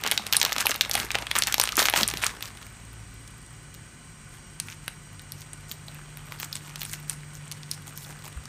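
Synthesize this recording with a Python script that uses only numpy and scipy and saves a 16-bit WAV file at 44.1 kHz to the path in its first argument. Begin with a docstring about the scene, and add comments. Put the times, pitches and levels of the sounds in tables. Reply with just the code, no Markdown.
"""Unwrapping a toy ball

Hands pull a toy ball out of a stiff foil bag, then pick more gently at the thin shrink film round the ball.
Creases buckle in single snaps, each ringing a small facet of the sheet, made from short damped swings.
Under them lie finer crinkles and sliding film, made from random clicks and noise in narrow bands.
All is close to the microphone in a small room, with a wavering hum of sine tones and a steady noise hiss."""
import sys
import numpy as np
from scipy import signal
from scipy.fft import rfft, irfft
from scipy.io import wavfile
from scipy.ndimage import uniform_filter1d

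SR = 44100
rng = np.random.default_rng(int(sys.argv[2]) if len(sys.argv) > 2 else 0)


def file_out(sig):
    """Save sig as 16-bit WAV at sys.argv[1]."""
    # one column per channel
    cols = np.atleast_2d(sig).T
    # limit, then scale
    lim = np.clip(cols, -1, 1)
    pcm = np.round(lim * 32767).astype(np.int16)
    wavfile.write(sys.argv[1], SR, pcm)


N = 373968
CUTOFF_HZ = 15450   # top of the microphone's range, and the highest pitch of a facet or crack


def from_db(db):
    """Turn decibels into a gain."""
    return 10 ** (np.asarray(db) / 20)


def rms_one(x):
    """Scale a sound to an rms of 1."""
    return x / np.sqrt(np.mean(x ** 2) + 1e-20)


def in_time(rows):
    """Draw straight lines between the rows of a table, giving each column a value at every sample."""
    s, *columns = np.transpose(rows)
    return [np.interp(np.arange(N) / SR, s, column) for column in columns]


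def at_hz(points, hz):
    """Read a spectrum in dB between its points, on a log-frequency axis."""
    point_hz, db = np.transpose(points)
    return np.interp(np.log(hz), np.log(point_hz), db)


def band(x, low_hz, high_hz, order=2):
    """Keep only the frequencies between two limits (Butterworth band-pass)."""
    edges_hz = [low_hz, min(high_hz, .47 * SR)]
    sos = signal.butter(order, edges_hz, "band", fs=SR, output="sos")
    return signal.sosfilt(sos, x)


def add(out, s, sound):
    """Mix a sound in at a time in seconds."""
    at = max(round(s * SR), 0)
    out[at:at + len(sound)] += sound[:max(N - at, 0)]


def twitch(hz, cycles):
    """A heavily damped swing: its envelope peaks after so many cycles, and it draws back the air it pushes."""
    # age is 1 where the envelope peaks
    age = np.arange(int(10 * cycles * SR / hz) + 2) * hz / (SR * cycles)
    turn = 2 * np.pi * cycles
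    envelope = age * np.exp(1 - age)
    # this starting phase makes push and pull cancel
    return envelope * np.sin(turn * age - 2 * np.arctan(turn))


def tail(t60, delay_s, low_hz, high_hz):
    """Dense reflections of unit energy: noise that falls by 60 dB in t60 seconds, after a delay."""
    t = np.arange(int(t60 * SR) + 2) / SR
    dying = rng.standard_normal(len(t)) * from_db(-60 * t / t60)
    echoes = band(dying, low_hz, high_hz)
    return np.r_[np.zeros(int(delay_s * SR)), echoes / np.linalg.norm(echoes)]


def background(rms_db=-47.5, ripple_db=4.0, ripple_hz=50):
    """Steady air noise and hiss with narrow drones and whines; standing waves of the room ripple its spectrum."""
    # spectrum of the noise, relative: [f/Hz, level/dB per Hz]
    noise_colour = [(22, -36), (30, -5), (45, -12.5), (68, -8), (100, -1), (170, -4), (280, -12),
                    (500, -24), (850, -18), (1200, -16), (2200, -19), (3400, -26.5), (7000, -27),
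                    (8600, -20.5), (10500, -42.5), (15000, -40)]
    # narrow drones and whines, and a dip where the rise is negative: [f/Hz, width/Hz, rise/dB]
    whines = [(44.6, 4, 17), (98.9, 6.1, 9), (2330, 11, 6), (4640, 30, -6), (5193, 25, 1), (5600, 18, 10)]
    hz = np.maximum(np.arange(N // 2 + 1) * SR / N, 1)
    knots_hz = np.arange(0, SR / 2, ripple_hz)
    ripple = ripple_db * np.interp(hz, knots_hz, rng.standard_normal(len(knots_hz)))
    db = at_hz(noise_colour, hz) + ripple * np.minimum(hz / 700, 1)   # weaker ripple in the bass
    for centre_hz, width_hz, rise_db in whines:
        db += rise_db / (1 + (2 * (hz - centre_hz) / width_hz) ** 2)
    noise = irfft(rfft(rng.standard_normal(N)) * from_db(db), N)
    return from_db(rms_db) * rms_one(noise)


def hum(deep_hz=56.1, upper_hz=148.4, waver=0.0032):
    """A deep tone with its octave fades while a higher tone swells; all waver in pitch together."""
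    # rms levels of the tones: [t/s, deep level/dB, octave level/dB, upper level/dB]
    hum_levels = [(0.1, -59, -66, -60), (0.8, -56, -68, -64), (0.96, -49, -49.5, -64),
                  (1.82, -52.5, -59, -76), (2.12, -47, -48, -56), (2.53, -58, -59, -74),
                  (2.94, -48.5, -45.5, -66), (3.43, -54.5, -58, -56.5), (5.84, -73, -74, -48.5),
                  (7.41, -68, -70, -44.5), (8.25, -71, -75, -50.5)]
    wander = rms_one(uniform_filter1d(rng.standard_normal(N), size=8000))
    turn = 2 * np.pi * np.cumsum(1 + waver * wander) / SR   # phase of a 1 Hz tone
    pitches = [deep_hz, 2 * deep_hz, upper_hz]
    tones = [from_db(db) * np.sin(hz * turn) for hz, db in zip(pitches, in_time(hum_levels))]
    return np.sqrt(2) * sum(tones)


def rustle(attack_s=0.011, release_s=0.011, rest_flap_db=-0.5, rest_fizz_db=-15):
    """Levels of flapping, crinkle and fizz in dB: steady handling, and squeezes that build up, hold and relax."""
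    # how hard the hands work the film between squeezes, first the bag, then the ball:
    # [t/s, crinkle level/dB]
    handling = [(0, -45), (.28, -45.5), (.52, -44), (.85, -45), (1.3, -46), (1.9, -43.5), (2.3, -47),
                (2.7, -56), (4.1, -67), (5.4, -60.5), (6.4, -53.5), (7.3, -56), (8.48, -54.5)]
    # squeezes and pulls, flap and fizz relative to the crinkle:
    # [start of hold t/s, hold/s, crinkle level/dB, flap level/dB, fizz level/dB]
    squeezes = [(0.053, .02, -31.5, -5, -27), (.125, 0.026, -41, -13, -3), (0.33, 0.025, -35.5, -19, -6),
                (0.418, 0.088, -36.5, -25, -14), (0.586, .03, -32, -15, -10), (0.673, 0.039, -35, -7, -8),
                (0.939, 0.11, -38.5, -3.5, -7), (1.143, 0.075, -41, -0.5, -15),
                (1.361, 0.032, -31, -8.5, -9), (1.205, .03, -44.5, 5, -14), (1.47, .04, -35, -21, -13),
                (1.606, 0.038, -35.5, -20, -8), (1.777, 0.032, -27.5, -13, -10),
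                (1.804, 0.064, -30, -9.5, -7), (1.958, 0.044, -27, -7, -9), (2.004, 0.025, -32, 2.5, -5),
                (2.16, 0.043, -44, -4, -8), (2.221, 0.044, -33, -10.5, -8.5),
                (2.269, 0.036, -42.5, -10, -12), (2.425, 0.059, -49.5, -13, -4),
                (2.62, 0.047, -57.5, 6.5, -2), (4.319, 0.069, -56.5, -11, -10), (4.664, .07, -52, -22, -8),
                (5.385, .04, -56.5, -8, -1), (5.691, .04, -54.5, -12, 4), (5.88, 0.12, -56.5, -7, -11),
                (6.316, .03, -52, 1, -6), (6.392, 0.058, -50.5, -12, 1), (6.53, 0.054, -58, -15, 5),
                (6.622, 0.077, -55, -3, -4), (6.79, 0.16, -53.5, -19, 1.5), (7.09, 0.046, -52.5, -13, 1),
                (7.348, .02, -60.5, 0, 5.5), (7.709, 0.034, -62, 3, 11.5), (7.87, 0.027, -58.5, 5, 5.5),
                (7.961, 0.09, -62, -1, 10.5), (8.061, 0.054, -53.5, 4, -1), (8.244, .04, -56, 6, 2.5)]
    t = np.arange(N) / SR
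    handling_db, = in_time(handling)
    # between squeezes the sheet flaps about as loudly as it crinkles and hardly fizzes
    power = from_db(handling_db + np.array([[rest_flap_db], [0], [rest_fizz_db]])) ** 2
    for start, hold, db, flap, fizz in squeezes:
        near = slice(*np.searchsorted(t, [start - attack_s, start + hold + 10 * release_s]))
        age = t[near] - start
        build_up = np.clip(1 + age / attack_s, 0, 1)
        relaxing = np.exp(-np.maximum(age - hold, 0) / release_s)
        gains = from_db([[db + flap], [db], [db + fizz]])
        power[:, near] += (gains * build_up * relaxing) ** 2
    return 10 * np.log10(power)


def crinkles(flap_db, crinkle_db, fizz_db, per_s=1400, size_spread_db=6.0, own_db=6.5, slide_db=-7.5,
             grain_db=-1.0, grip=0.14, patchy_db=3.0, patch_s=.02, scatter_s=.0008, count=21):
    """Swarms of tiny buckles, each shared unevenly among facets of all sizes, over the hiss of sliding film."""
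    # colour of the fine crinkles: [f/Hz, level/dB]
    crinkle_colour = [(180, -13.5), (300, -12.5), (560, -12), (900, -5.5), (1400, -2.5), (2200, -4.5),
                      (3500, -5), (5500, 1.5), (9000, 0.5), (14000, 1)]
    t = np.arange(N) / SR
    at = np.flatnonzero(rng.random(N) < per_s / SR)
    sizes_db = size_spread_db * np.minimum(rng.exponential(1, len(at)), 4)
    # the lighter the handling, the larger the share of sliding hiss beside the buckling clicks
    buckling = from_db(grain_db + grip * np.minimum(crinkle_db + 33, 0))
    sliding = from_db(slide_db) * rng.standard_normal((2, N))   # neighbouring bands get unrelated noise
    knots = np.arange(0, t[-1] + patch_s, patch_s)
    half_band = 2 ** (1 / 5)
    out = np.zeros(N)
    for k, hz in enumerate(np.geomspace(180, 14000, count)):
        # bending waves reach each size of facet at a slightly different moment
        scatter = (scatter_s * SR * rng.random(len(at))).astype(int)
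        arrival = np.minimum(at + scatter, N - 1)
        share_db = own_db * np.clip(rng.standard_normal(len(at)), -2, 2)
        clicks = np.zeros(N)
        clicks[arrival] = from_db(sizes_db + share_db) * rng.choice([-1, 1], len(at))
        drive = buckling * rms_one(clicks) + sliding[k % 2]
        # large facets flap, middling ones crinkle, the smallest fizz
        large = np.interp(np.log(hz), np.log([650, 1600]), [1, 0])
        small = np.interp(np.log(hz), np.log([2800, 6000]), [0, 1])
        level_db = large * flap_db + small * fizz_db + (1 - large - small) * crinkle_db
        # facets come and go as the sheet changes shape
        level_db = level_db + patchy_db * np.interp(t, knots, rng.standard_normal(len(knots)))
        gain = from_db(level_db + at_hz(crinkle_colour, hz)) * np.sqrt(SR / hz)   # evens out band power
        out += gain * band(drive, hz / half_band, hz * half_band)
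    return out


def creases(crinkle_db, small_hz=2900, pitch_spread=0.42, cycles=0.19, crack_db=-10, push_db=-22,
            colour_db=4.5, typical_db=-18, thinning=0.39, count=200):
    """Rows of every snap: the big ones, the neighbours they take along, and small ones that follow the handling."""
    # big creases that snap; crack of the fold and push of the whole sheet are relative to the swing:
    # [t/s, facet swing level/dB, facet f/Hz, cycles to envelope peak, crack level/dB, push level/dB]
    big_snaps = [(0.0377, -4, 2110, 0.12, -11, -26), (0.0493, -20, 2100, 0.4, -24, 6),
                 (0.064, -4.5, 2250, 0.15, -15, -40), (0.0755, -1, 2410, 0.1, -17, -40),
                 (0.1138, -4, 3400, 0.4, 3, -40), (0.1199, -3, 2100, 0.19, -6, -15),
                 (0.1771, -1.5, 3570, 0.34, -14, -21), (0.267, -7.5, 2580, 0.14, -9, -21),
                 (0.3265, 1.5, 3900, 0.25, -7, -30), (0.3344, -3, 3420, 0.38, 0, -37),
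                 (0.3458, -13, 1600, 0.3, -6, -19), (0.3673, -2, 4540, 0.57, 7, -21),
                 (0.4001, -10, 5880, 0.5, -7, -31), (0.415, 3.5, 3400, 0.21, -13, -21),
                 (0.4293, -1, 3640, 0.23, -5, -19), (0.4508, 1.5, 3400, 0.19, -8, -37),
                 (0.4624, -7.5, 2250, 0.18, -26, -10), (0.494, -14, 2430, 0.2, -15, -11),
                 (0.522, -3.5, 1490, 0.13, -10.5, -25), (0.5289, -6.5, 5120, 0.33, -4, -32),
                 (0.5639, -5.5, 1690, 0.14, -24, -9), (0.5826, -1.5, 2410, 0.12, -24, -24),
                 (0.6066, -2.5, 5120, 0.22, -22, -29.5), (0.6108, -14, 2910, 0.2, 3, -20),
                 (0.6544, -14, 2100, 0.14, -6, 2), (0.6584, -10, 4260, 0.52, 3.5, -24),
                 (0.668, -3.5, 2540, 0.53, 4, -10), (0.6963, -13.5, 1300, 0.18, -10, -9),
                 (0.709, -8, 5880, 0.37, -4, -27), (0.716, -6, 2760, 0.22, -13, -29),
                 (0.7438, -12, 3900, 0.23, -13, -34), (0.7526, -13, 1300, 0.14, -24, -40),
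                 (0.76, -17, 3900, 0.36, 5.5, -40), (0.8103, 3, 3400, 0.3, -7, -37),
                 (0.8178, -4, 2960, 0.09, -14, -32), (0.8497, -12.5, 2960, 0.3, -15, -26),
                 (0.8961, -16.5, 2100, 0.28, 7, -5), (0.9129, -4, 4800, 0.35, -7, -25),
                 (0.9349, -10, 3900, 0.18, -2, -22), (0.9406, -3.5, 4170, 0.16, -24, -40),
                 (0.953, 1.5, 1960, 0.12, -5.5, -16), (0.9999, -6, 3170, 0.21, -16, -40),
                 (1.1055, -9.5, 2230, 0.3, -9, -40), (1.1165, -6, 3400, 0.14, -24, -34),
                 (1.1469, -9, 2060, 0.3, -24, -40), (1.1535, -2, 2300, 0.23, -24, -9.5),
                 (1.1862, -12.5, 2250, 0.21, -7, -22), (1.224, -16, 2760, 0.23, -24, -15),
                 (1.2688, -15, 2800, 0.4, -31, -40), (1.3136, -3.5, 2580, 0.25, -10, -42),
                 (1.3539, -4, 2580, 0.19, -16, -8), (1.3648, -4.5, 1830, 0.21, 0, -38),
                 (1.3874, 0, 9100, 0.55, -24, -31), (1.4222, 0, 3620, 0.3, -10, -22),
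                 (1.4363, -4, 4780, 0.3, -24, -40), (1.4716, 1, 4170, 0.13, -31, -24),
                 (1.4797, -10, 1830, 0.17, -11, -40), (1.525, 0, 3640, 0.13, -24, -30),
                 (1.5425, 3.5, 2250, 0.13, -6, -45), (1.5814, -7, 4500, 0.27, -13, -7.5),
                 (1.5987, 8, 2980, 0.12, -7, -17), (1.6138, -4, 5260, 0.55, 1, -39),
                 (1.6377, -6, 1490, 0.14, 2.5, -42), (1.6548, -8, 3400, 0.18, -27, -40),
                 (1.6745, -5.5, 1960, 0.14, -24, -44), (1.6904, -8.5, 2780, 0.32, -8, -40),
                 (1.722, -9, 3900, 0.24, -13, -27), (1.7557, -13.5, 5880, 0.43, -5, -40),
                 (1.769, -11, 6800, 0.76, 9.5, -22), (1.7789, -5.5, 1300, 0.16, -26, -6.5),
                 (1.7928, 8, 3420, 0.12, -9, -18), (1.8195, -13, 2580, 0.4, 0, 3),
                 (1.8272, -6, 3900, 0.4, -4, -40), (1.8554, 0.5, 2450, 0.19, -4, -40),
                 (1.861, -10.5, 6240, 0.69, -7, -7), (1.8854, 2, 1480, 0.13, -24, -40),
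                 (1.8988, -3.5, 2410, 0.14, -0.5, -25), (1.9271, -14, 2760, 0.23, -8, -40),
                 (1.938, -1.5, 2050, 0.23, -16, -6.5), (1.9616, -2, 1960, 0.19, -10, -25),
                 (2.0108, -5, 2100, 0.14, -11, -32), (2.0322, -0.5, 4100, 0.49, -7, -30),
                 (2.078, -4, 9300, 0.65, -26, -37), (2.0865, -6.5, 3400, 0.19, -4, -40),
                 (2.101, -11, 5120, 0.25, -12, -40), (2.1127, -10, 2410, 0.14, -24, -40),
                 (2.1385, -8.5, 1600, 0.12, -5, -40), (2.1723, -10.5, 3870, 0.28, -10, -22),
                 (2.2373, -5.5, 1940, 0.36, -16, -31), (2.2437, -8, 1830, 0.12, 0, -27),
                 (2.2657, 0.5, 4830, 0.21, -34, -27), (2.4082, -19.5, 1960, 0.14, -8, -37),
                 (2.4255, -12.5, 3400, 0.33, -1.5, -40), (2.4562, -16, 3400, 0.16, -20, -35),
                 (2.5737, -26.5, 2760, 0.23, -24, -18), (2.628, -24.5, 2410, 0.18, -21, -32),
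                 (3.2771, -26.5, 4780, 0.25, -14, -28), (3.7424, -12.5, 9500, 0.13, -33, -42),
                 (4.6002, -8, 5000, 0.23, -4, -40), (4.6852, -22.5, 2410, 0.37, -12, -40),
                 (4.7244, -25, 2960, 0.35, -12, -40), (4.8801, -9.5, 1830, 0.16, -4.5, -48),
                 (5.1949, -26, 3660, 0.32, -4, -17), (5.3208, -23, 4870, 0.8, 8.5, -26),
                 (5.4183, -23, 3900, 0.19, -24, -27), (5.5328, -24.5, 1960, 0.13, 6, -40),
                 (5.7146, -18.5, 3670, 0.57, 6, -28), (5.883, -26, 3900, 0.95, -7, -10),
                 (6.1722, -23.5, 1960, 0.17, 3, -40), (6.322, -15, 1390, 0.13, -10, -40),
                 (6.4002, -16, 2580, 0.14, 8, -22), (6.4305, -11, 1600, 0.13, -5.5, -40),
                 (6.4472, -11, 9500, 0.18, -24, -40), (6.5283, -15, 4470, 0.75, -2.5, -40),
                 (6.5551, -13, 3400, 0.18, -3, -38), (6.5656, -17, 3400, 0.17, -10, -40),
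                 (6.7584, -11.5, 2410, 0.12, -18, -45), (6.8084, -23, 4470, 0.4, 4, -40),
                 (6.8173, -13, 3200, 0.26, 2, -39), (6.8323, -18.5, 2580, 0.23, 10.5, -40),
                 (6.8517, -19.5, 2580, 0.23, 4, -29), (6.9331, -9.5, 6300, 0.2, -24, -34),
                 (6.9372, -18, 2440, 0.32, -1, -40), (6.9426, -23, 7730, 0.6, 1, -27),
                 (7.0971, -10.5, 4530, 0.18, 3, -40), (7.4794, -33, 7800, 0.47, 2, -15),
                 (7.5152, -15, 4170, 0.24, -4, -34), (7.522, -13.5, 5490, 0.2, -24, -40),
                 (7.6325, -23.5, 4270, 0.39, -21, -21), (7.714, -13.5, 5070, 1, 4, -40),
                 (7.7355, -24, 4780, 0.3, 2, -21), (7.976, -11.5, 6300, 0.12, -7, -40),
                 (8.048, -32, 3640, 0.88, -24, -22), (8.4555, -24.5, 5490, 0.55, -3, -9)]
    follow_s, follow_spread_s, follow_db = .003, .004, -14.5
    # small snaps: mean level above the crinkle, its spread, and a ceiling
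    small_above_db, small_spread_db, small_top_db = 19, 3.5, -16.5
    big = np.array(big_snaps)
    small_s = rng.uniform(0, (N - 1) / SR, count)
    handled_db = crinkle_db[(small_s * SR).astype(int)]
    small_db = handled_db + small_above_db + small_spread_db * rng.standard_normal(count)
    pitch, crack, push, wait = rng.standard_normal((count + len(big), 4)).T
    # a weaker neighbour gives way mostly just after a big snap, now and then just before
    neighbour_s = big[:, 0] + follow_s + follow_spread_s * wait[count:]
    s = np.r_[small_s, neighbour_s]
    swing_db = np.r_[np.minimum(small_db, small_top_db), big[:, 1] + follow_db]
    hz = np.minimum(small_hz * np.exp(pitch_spread * pitch), CUTOFF_HZ)
    # a weak snap moves a small facet, so more of it is crack
    thin_db = thinning * (typical_db - swing_db)
    cracks_db = crack_db + thin_db + colour_db * crack
    pushes_db = push_db + colour_db * push
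    return np.r_[big, np.c_[s, swing_db, hz, np.full(len(s), cycles), cracks_db, pushes_db]]


def snaps(rows, crack_db=-2.5, crack_cycles=1.0, push_db=-4.5, crack_hz=10500, push_hz=900,
          sheet_db=-9.5, sheet_t60=0.02, sheet_top_hz=10000, dispersion=0.62, order=4):
    """A crease flips: the fold cracks, its facet swings, and bending waves run on through the sheet."""
    out = np.zeros(N)
    detunes = rng.uniform(-0.26, 0.47, (len(rows), 2))
    # crack_db and push_db shift the levels of all the rows
    for (s, swing, hz, cycles, crack, push), (crack_tune, push_tune) in zip(rows, detunes):
        this_crack_hz = min(crack_hz * np.exp(crack_tune), CUTOFF_HZ)
        parts = [from_db(swing) * twitch(hz, cycles),
                 from_db(swing + crack + crack_db) * twitch(this_crack_hz, crack_cycles),
                 from_db(swing + push + push_db) * twitch(push_hz * np.exp(push_tune), 0.51)]
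        # the sheet has a new shape at every snap
        sheet = from_db(sheet_db) * tail(sheet_t60, .0005, 630, sheet_top_hz)
        sheet[0] += 1   # the direct sound
        side = rng.choice([-1, 1])   # the fold flips inwards or outwards
        for part in parts:
            add(out, s, side * np.convolve(part, sheet))
    # high bending waves travel faster than low ones, so each snap is a tiny downward chirp
    for _ in range(order):
        out = signal.lfilter([-dispersion, 1], [1, -dispersion], out + 1e-18)
    return out


def bumps(cycles=0.61):
    """Dull pushes of air as the bag and ball shift in the hands."""
    # soft bumps of hands and bag: [t/s, swing level/dB, f/Hz]
    soft_bumps = [(0.57, -35, 250), (0.656, -26, 759.3), (0.697, -23, 706), (1.001, -36, 198),
                  (1.043, -30.5, 345), (1.779, -21.5, 350), (1.937, -40, 300), (2.028, -25, 203),
                  (2.137, -28.5, 342.4), (2.157, -33, 179), (8.363, -29, 65)]
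    out = np.zeros(N)
    for s, db, hz in soft_bumps:
        add(out, s, from_db(db) * twitch(hz, cycles))
    return out


def room(x, table_db=-23.0, table_s=.0024, dull_db=-18.5, dull_t60=0.21, bright_db=-20.0, bright_t60=0.31):
    """The table top throws back one quick echo; the walls answer with a dull tail and a longer bright one."""
    table = from_db(table_db) * np.r_[np.zeros(int(table_s * SR)), x][:N]
    dull = from_db(dull_db) * signal.fftconvolve(x, tail(dull_t60, .005, 135.0, 5200))[:N]
    bright = from_db(bright_db) * signal.fftconvolve(x, tail(bright_t60, .006, 4100, 14300))[:N]
    return x + table + dull + bright


def scene():
    """The wrapper in the room, over the background and hum."""
    flap_db, crinkle_db, fizz_db = rustle()
    fine = crinkles(flap_db, crinkle_db, fizz_db)
    wrapper = fine + snaps(creases(crinkle_db)) + bumps()
    return (room(wrapper) + background() + hum())[None]


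def record(dry):
    """The microphone colours the treble, peaks stop at full scale, the top is cut."""
    # bumps and dips of the microphone's response: [f/Hz, width/Hz, level/dB]
    mic_colour = [(4910, 240, -4), (6820, 1900, 2), (8980, 1700, 2), (10330, 400, -11)]
    for hz, width_hz, db in mic_colour:
        b, a = signal.iirpeak(hz, hz / width_hz, fs=SR)
        dry = dry + (from_db(db) - 1) * signal.lfilter(b, a, dry)
    low_pass = signal.firwin(201, CUTOFF_HZ, fs=SR)[None]
    return signal.fftconvolve(np.clip(dry, -1, 1), low_pass, "same")


dry = scene()
out = record(dry)
file_out(out)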